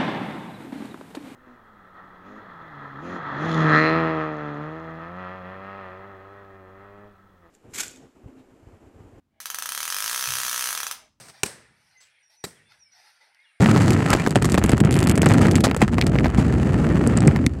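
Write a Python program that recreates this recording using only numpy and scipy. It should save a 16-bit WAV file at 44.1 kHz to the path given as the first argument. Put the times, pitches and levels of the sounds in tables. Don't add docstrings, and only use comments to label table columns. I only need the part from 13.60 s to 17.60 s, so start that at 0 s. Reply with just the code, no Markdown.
import sys
import numpy as np
from scipy import signal
from scipy.fft import rfft, irfft
from scipy.io import wavfile
from scipy.ndimage import uniform_filter1d, minimum_filter1d

SR = 44100
rng = np.random.default_rng(int(sys.argv[2]) if len(sys.argv) > 2 else 0)


def pcm_store(signal):
    levels = np.round(np.clip(np.atleast_2d(signal), -1, 1) * 32767)
    wavfile.write(sys.argv[1], SR, levels.astype(np.int16).T)


N = 176400

# time_s, level_db
WIND_LEVEL = [(.5, -43.5), (1, -26), (1.8, -34), (2.7, -23), (3.9, -28.5)]
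# frequency_hz, level_db
WIND_SPECTRUM = [(30, -45), (60, 25), (85, 19), (160, -59.5)]
# time_s, level_db
ROAD_LEVEL = [(0, -11), (.34, -14.5), (.45, -19), (.72, -24.5), (.8, -21), (1.17, -21.5), (1.22, -16),
              (1.55, -17), (1.78, -11), (2.1, -18), (2.14, -23.5), (2.27, -27), (2.32, -18), (2.66, -16),
              (2.71, -26.5), (2.78, -17), (3.62, -16), (3.67, -10), (3.73, -17.5), (3.85, -17),
              (3.87, -29.5)]
# frequency_hz, level_db
ROAD_SPECTRUM = [(30, -37), (60, -24.5), (90, 0.5), (135, 2), (230, -1.5), (330, -6), (480, -15.5),
                 (800, -25), (1600, -60)]
# time_s, crunch_db, hiss_db
ROLLING_LEVEL = [(0, -26.5, -40.5), (.33, -30.5, -41.5), (.38, -32.5, -49), (.55, -28, -41),
                 (.69, -40.5, -53.5), (1.12, -32.5, -51), (1.6, -32.5, -68), (1.68, -25, -42.5),
                 (1.86, -32, -44), (1.93, -36, -55.5), (2.2, -37, -51), (2.72, -38, -55.5),
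                 (2.8, -37, -52.5), (3.66, -33.5, -52.5), (3.84, -42.5, -59.5), (3.88, -51.5, -65)]
# time_s, roughness (0 to 1)
GROUND_ROUGHNESS = [(.58, .55), (.7, 1), (2.65, 1), (2.85, .75)]
# frequency_hz, level_db
CRUNCH_SPECTRUM = [(250, 0), (500, -1), (800, 1), (1300, -4), (1900, -6.5), (2950, -11.5), (3550, -23)]
# frequency_hz, level_db
HISS_SPECTRUM = [(2000, -9.5), (3000, -0.5), (4400, 6.5), (5500, 2), (7800, 5.5), (9300, -3), (11000, -4.5),
                 (12500, -14.5), (16000, -18)]
# frequency_hz, width_hz
WHEEL_RESONANCES = [(1320, 165), (1800, 330)]
# start_s, length_s, body_db, treble_db
SCUFF_STROKES = [(0.49, 0.099, -24.5, -58), (0.53, 0.013, 3, -7.5), (0.976, 0.012, -21.5, -39),
                 (1.116, 0.025, -24, -45), (1.821, 0.083, -25.5, -40), (2.038, 0.029, -14.5, -20),
                 (2.216, 0.027, -5, -20), (2.773, 0.053, -26, -38.5)]
# start_s, length_s, pitch_hz, level_db
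SQUEAK_STROKES = [(0.485, 0.05, 1150, -24), (0.58, 0.05, 2250, -31)]
# start_s, peak_db
BUMP_HITS = [(0.759, -9), (1.041, -12), (1.128, -4.5), (1.207, -5.5), (1.243, -6.5), (1.958, -10),
             (2.219, 9), (2.777, -3.5), (3.339, -13), (3.662, -3.5)]
# start_s, peak_db
TICK_HITS = [(0.3051, -9), (0.5032, -8.5), (0.6722, -17), (0.7067, -15), (0.7565, -1.5), (0.7597, -17),
             (0.823, -9.5), (0.8459, -14.5), (0.854, -10), (0.897, -16), (0.9196, -11.5), (0.942, -11.5),
             (0.981, -10), (1.0381, -9), (1.0607, -16), (1.0931, -9), (1.1169, -15), (1.1787, -19.5),
             (1.202, -12), (1.2487, -13.5), (1.3086, -13.5), (1.3252, -12.5), (1.3407, -13), (1.354, -21),
             (1.365, -14), (1.3889, -9.5), (1.4033, -15.5), (1.4276, -11.5), (1.4398, -17), (1.4712, -9),
             (1.4872, -18), (1.4953, -6), (1.5126, -11.5), (1.5549, -16), (1.576, -9), (1.6174, -4.5),
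             (1.6588, -4), (1.6879, -13), (1.737, -16), (1.816, -13), (1.9114, -12), (1.9545, -2),
             (1.9607, -10), (2.0053, -15), (2.04, -9.5), (2.1641, -13.5), (2.4663, -12.5), (3.4726, -8),
             (3.572, -4.5), (3.6042, -10.5), (3.6736, -3), (3.8632, -4.5)]
# start_s, peak_db
CLACK_HITS = [(0.059, -7), (0.161, -8), (0.549, -5.5), (0.663, -10.5), (0.672, -11.5), (0.756, 0.5),
              (0.762, -6.5), (0.816, -17), (0.844, -15.5), (0.943, -5), (0.949, -15), (0.976, -9.5),
              (1.04, -10), (1.094, -12.5), (1.128, -22.5), (1.63, -9.5), (1.665, -12), (1.852, -10.5),
              (2.068, -11.5), (2.112, -15), (2.218, -1.5), (2.382, -12), (2.554, -16.5), (2.643, -9),
              (2.657, -11.5), (3.678, -11), (3.761, -15)]
# start_s, peak_db
SNAP_HITS = [(2.4125, 11), (2.422, -7.5), (2.586, -5.5), (3.8641, -6)]
# frequency_hz, level_db, t60_s
FRAME_RESONANCES = [(131.5, 2.4, 0.063), (207.8, 4.9, 0.052), (335, 3.4, 0.023)]
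# frequency_hz, level_db, t60_s
TICK_RESONANCES = [(2320, 4, 0.0018), (3700, -2, 0.0031), (4460, -2, 0.0026), (7150, 2, 0.0019),
                   (8100, 0, 0.0037), (10500, -2, 0.0016), (14400, -19, 0.0032)]
# frequency_hz, level_db, t60_s
CLACK_RESONANCES = [(338, -3, 0.0081), (640, -5, 0.0063), (1075, -4.5, 0.0032), (1426, -6, 0.0034),
                    (1790, -6, 0.0033), (2230, -11, 0.0028), (3840, -10.5, 0.00064)]
# frequency_hz, level_db, t60_s
SNAP_RESONANCES = [(2220, 6.4, 0.0049), (4060, 7.4, 0.00084)]

ROAD_GAIN_DB, CRUNCH_GAIN_DB, HISS_GAIN_DB, WHEEL_RING_GAIN_DB = -1, 1.5, 4.5, -13
TICK_GAIN_DB, NUDGE_GAIN_DB, CLACK_GAIN_DB, SNAP_GAIN_DB, BUMP_GAIN_DB = 0.5, -0.5, 6, -4, 5
GRIT_PER_S, GRIT_SPREAD_DB = 190, 6
FLUTTER_DB, SHAKE_EXPONENT, GRIT_SHARE = 4, .8, .82
SQUEAK_RISE, SQUEAK_WOBBLE = .14, .07
CONTACT_LAG_S, BUMP_LAG_S, CHATTER_S = 0.001, 0.00439, 0.0018
REBOUND_S, REBOUND_LOSS_DB, ROUGH_ENDS_S = .007, 10, 2.7
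LIGHT_TICK_BAND_HZ = (4800, 9300)
LIMIT, RELEASE_DB_PER_S, LOW_CUT_HZ, HIGH_CUT_HZ = 0.74, 905, 38, 16000


def from_db(db):
    return 10 ** (np.asarray(db) / 20)


def unit_rms(x):
    return x / np.sqrt(np.mean(x ** 2) + 1e-20)


def envelope(x, size):
    return np.sqrt(uniform_filter1d(x ** 2, size=size) + 1e-9)


def evened(x, size):
    return unit_rms(x / envelope(x, size))


def in_time(rows):
    time_s, *columns = np.transpose(rows)
    return [np.interp(np.arange(N) / SR, time_s, column) for column in columns]


def drift(corner_hz):
    step = 40
    pole = np.exp(-2 * np.pi * corner_hz * step / SR)
    noise = rng.standard_normal(N // step + 2002)
    slow = signal.lfilter([1], [1, -2 * pole, pole * pole], noise)[2000:]
    return np.interp(np.arange(N) / step, np.arange(len(slow)), unit_rms(slow))


def coloured(x, spectrum, edge_db_per_octave=24):
    hz, db = np.transpose(spectrum)
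    grid_hz = np.maximum(np.arange(N // 2 + 1) * SR / N, 1)
    shape_db = np.interp(np.log(grid_hz), np.log(hz), db)
    shape_db -= edge_db_per_octave * np.maximum(np.log2(grid_hz / hz[-1]), 0)
    cepstrum = irfft(np.log(from_db(shape_db)), N)
    cepstrum[1:N // 2] *= 2
    cepstrum[N // 2 + 1:] = 0
    return unit_rms(irfft(rfft(x) * np.exp(rfft(cepstrum)), N))


def resonant(x, hz, width_hz):
    radius = np.exp(-np.pi * width_hz / SR)
    feedback = [1, -2 * radius * np.cos(2 * np.pi * hz / SR), radius * radius]
    return unit_rms(signal.lfilter([1, 0, -1], feedback, x))


def impacts(hits, modes, vary_db, detune, chatter, lag_s=CONTACT_LAG_S, size=4096):
    out, t = np.zeros(N + 2 * size), np.arange(size) / SR
    hz, db, t60_s = np.transpose(modes)[:, :, None]
    signs = (-1) ** np.arange(len(modes))[:, None]
    for start_s, peak_db in hits:
        strength, shift = rng.standard_normal((2, len(modes), 1))
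        decay = from_db(db + vary_db * strength - 60 * t / t60_s)
        ring = np.sum(signs * decay * np.sin(2 * np.pi * hz * (1 + detune * shift) * t), axis=0)
        force = chatter * rng.standard_normal(size) * np.exp(-t / CHATTER_S)
        force[0] += 1
        hit = signal.fftconvolve(ring, force)[:size]
        start = int(np.clip((start_s + lag_s) * SR, 0, N))
        out[start:start + size] += rng.choice([-1, 1]) * from_db(peak_db) * hit / np.abs(hit).max()
    return out[:N]


def wind():
    level_db, = in_time(WIND_LEVEL)
    pressure = coloured(rng.standard_normal(N), WIND_SPECTRUM)
    return from_db(level_db) * evened(pressure, size=4400)


def road_rumble(shake):
    level_db, = in_time(ROAD_LEVEL)
    return from_db(ROAD_GAIN_DB + level_db) * shake


def wheels(shake):
    crunch_db, hiss_db = in_time(ROLLING_LEVEL)
    roughness, = in_time(GROUND_ROUGHNESS)
    grains = from_db(GRIT_SPREAD_DB * np.minimum(rng.exponential(1, N), 2)) * rng.choice([-1, 1], N)
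    grit = grains * (rng.random(N) < GRIT_PER_S / SR)
    jolts = envelope(shake, size=260) ** (SHAKE_EXPONENT * roughness)
    load = jolts * from_db(FLUTTER_DB * roughness * drift(70))
    grit_share = GRIT_SHARE * roughness

    def rolling(spectrum):
        rush = np.sqrt(1 - grit_share) * rng.standard_normal(N)
        crackle = np.sqrt(grit_share) * unit_rms(grit * rng.random(N))
        return evened(coloured(load * (rush + crackle), spectrum), size=3000)

    crunch = rolling(CRUNCH_SPECTRUM)
    ring = sum(resonant(crunch, hz, width) * from_db(2 * drift(4.3)) for hz, width in WHEEL_RESONANCES)
    body = from_db(CRUNCH_GAIN_DB + crunch_db) * (crunch + from_db(WHEEL_RING_GAIN_DB) * ring)
    return body + from_db(HISS_GAIN_DB + hiss_db) * rolling(HISS_SPECTRUM)


def scuffs():
    out, t = np.zeros(N), np.arange(N) / SR
    friction = rng.standard_normal(N) * from_db(drift(600))
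    body, treble = coloured(friction, CRUNCH_SPECTRUM), coloured(friction, HISS_SPECTRUM)
    for start_s, length_s, body_db, treble_db in SCUFF_STROKES:
        progress = np.clip((t - start_s) / length_s, 0, 1)
        stroke = np.sin(np.pi * np.sqrt(progress))
        out += stroke * (from_db(body_db) * body + from_db(treble_db) * treble)
    return out


def squeaks():
    out, t = np.zeros(N), np.arange(N) / SR
    for start_s, length_s, pitch_hz, level_db in SQUEAK_STROKES:
        progress = np.clip((t - start_s) / length_s, 0, 1)
        slip_hz = pitch_hz * (1 + SQUEAK_RISE * progress + SQUEAK_WOBBLE * drift(500))
        out += from_db(level_db) * np.sin(np.pi * progress) * np.sin(2 * np.pi * np.cumsum(slip_hz) / SR)
    return out


def with_rebounds(hits, count=2):
    start_s, peak_db = np.transpose([hit for hit in hits if hit[0] < ROUGH_ENDS_S])[:, :, None]
    gap_scatter, loss_scatter = rng.uniform(-1.4, 1, (len(start_s), 2, count)).transpose(1, 0, 2)
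    bounce_s = start_s + np.cumsum(REBOUND_S * (1 + .5 * gap_scatter), axis=1)
    loss_db = REBOUND_LOSS_DB * (np.sqrt(1 + 2 * np.arange(count)) + .5 * loss_scatter)
    bounce_db = np.minimum(peak_db, np.median(peak_db)) - loss_db
    return np.vstack([hits, np.column_stack([bounce_s.ravel(), bounce_db.ravel()])])


def lightened(ticks):
    light = signal.sosfilt(signal.butter(2, LIGHT_TICK_BAND_HZ, "band", fs=SR, output="sos"), ticks)
    return np.where(np.arange(N) / SR < ROUGH_ENDS_S, ticks, light)


def case_rattle():
    ticks = impacts(with_rebounds(TICK_HITS), TICK_RESONANCES,
                    vary_db=1.8, detune=.03, chatter=.1, size=512)
    clacks = impacts(with_rebounds(CLACK_HITS), CLACK_RESONANCES,
                     vary_db=1.8, detune=.1, chatter=.1, size=1024)
    snaps = impacts(SNAP_HITS, SNAP_RESONANCES, vary_db=2, detune=.05, chatter=.08, size=512)
    nudges = impacts(TICK_HITS, FRAME_RESONANCES, vary_db=2, detune=.15, chatter=.05)
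    return (from_db(TICK_GAIN_DB) * lightened(ticks) + from_db(NUDGE_GAIN_DB) * nudges
            + from_db(CLACK_GAIN_DB) * clacks + from_db(SNAP_GAIN_DB) * snaps)


def bumps():
    thuds = impacts(BUMP_HITS, FRAME_RESONANCES,
                    vary_db=1.5, detune=0.0077, chatter=0.158, lag_s=BUMP_LAG_S)
    return from_db(BUMP_GAIN_DB) * thuds


def scene():
    shake = evened(coloured(rng.standard_normal(N), ROAD_SPECTRUM), size=3000)
    mix = wind() + road_rumble(shake) + wheels(shake) + scuffs() + squeaks() + case_rattle() + bumps()
    return mix[None]


def record(dry):
    over_db = 20 * np.log10(np.maximum(np.abs(dry[0]) / LIMIT, 1))
    release_db = RELEASE_DB_PER_S * np.arange(N) / SR
    gain = from_db(release_db - np.maximum.accumulate(over_db + release_db))
    gain = uniform_filter1d(minimum_filter1d(gain, size=31), size=31)
    low_cut = signal.butter(2, LOW_CUT_HZ, "high", fs=SR, output="sos")
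    high_cut = signal.ellip(10, .1, 80, HIGH_CUT_HZ, fs=SR, output="sos")
    return signal.sosfilt(high_cut, signal.sosfilt(low_cut, dry * gain))


dry = scene()
out = record(dry)
pcm_store(out)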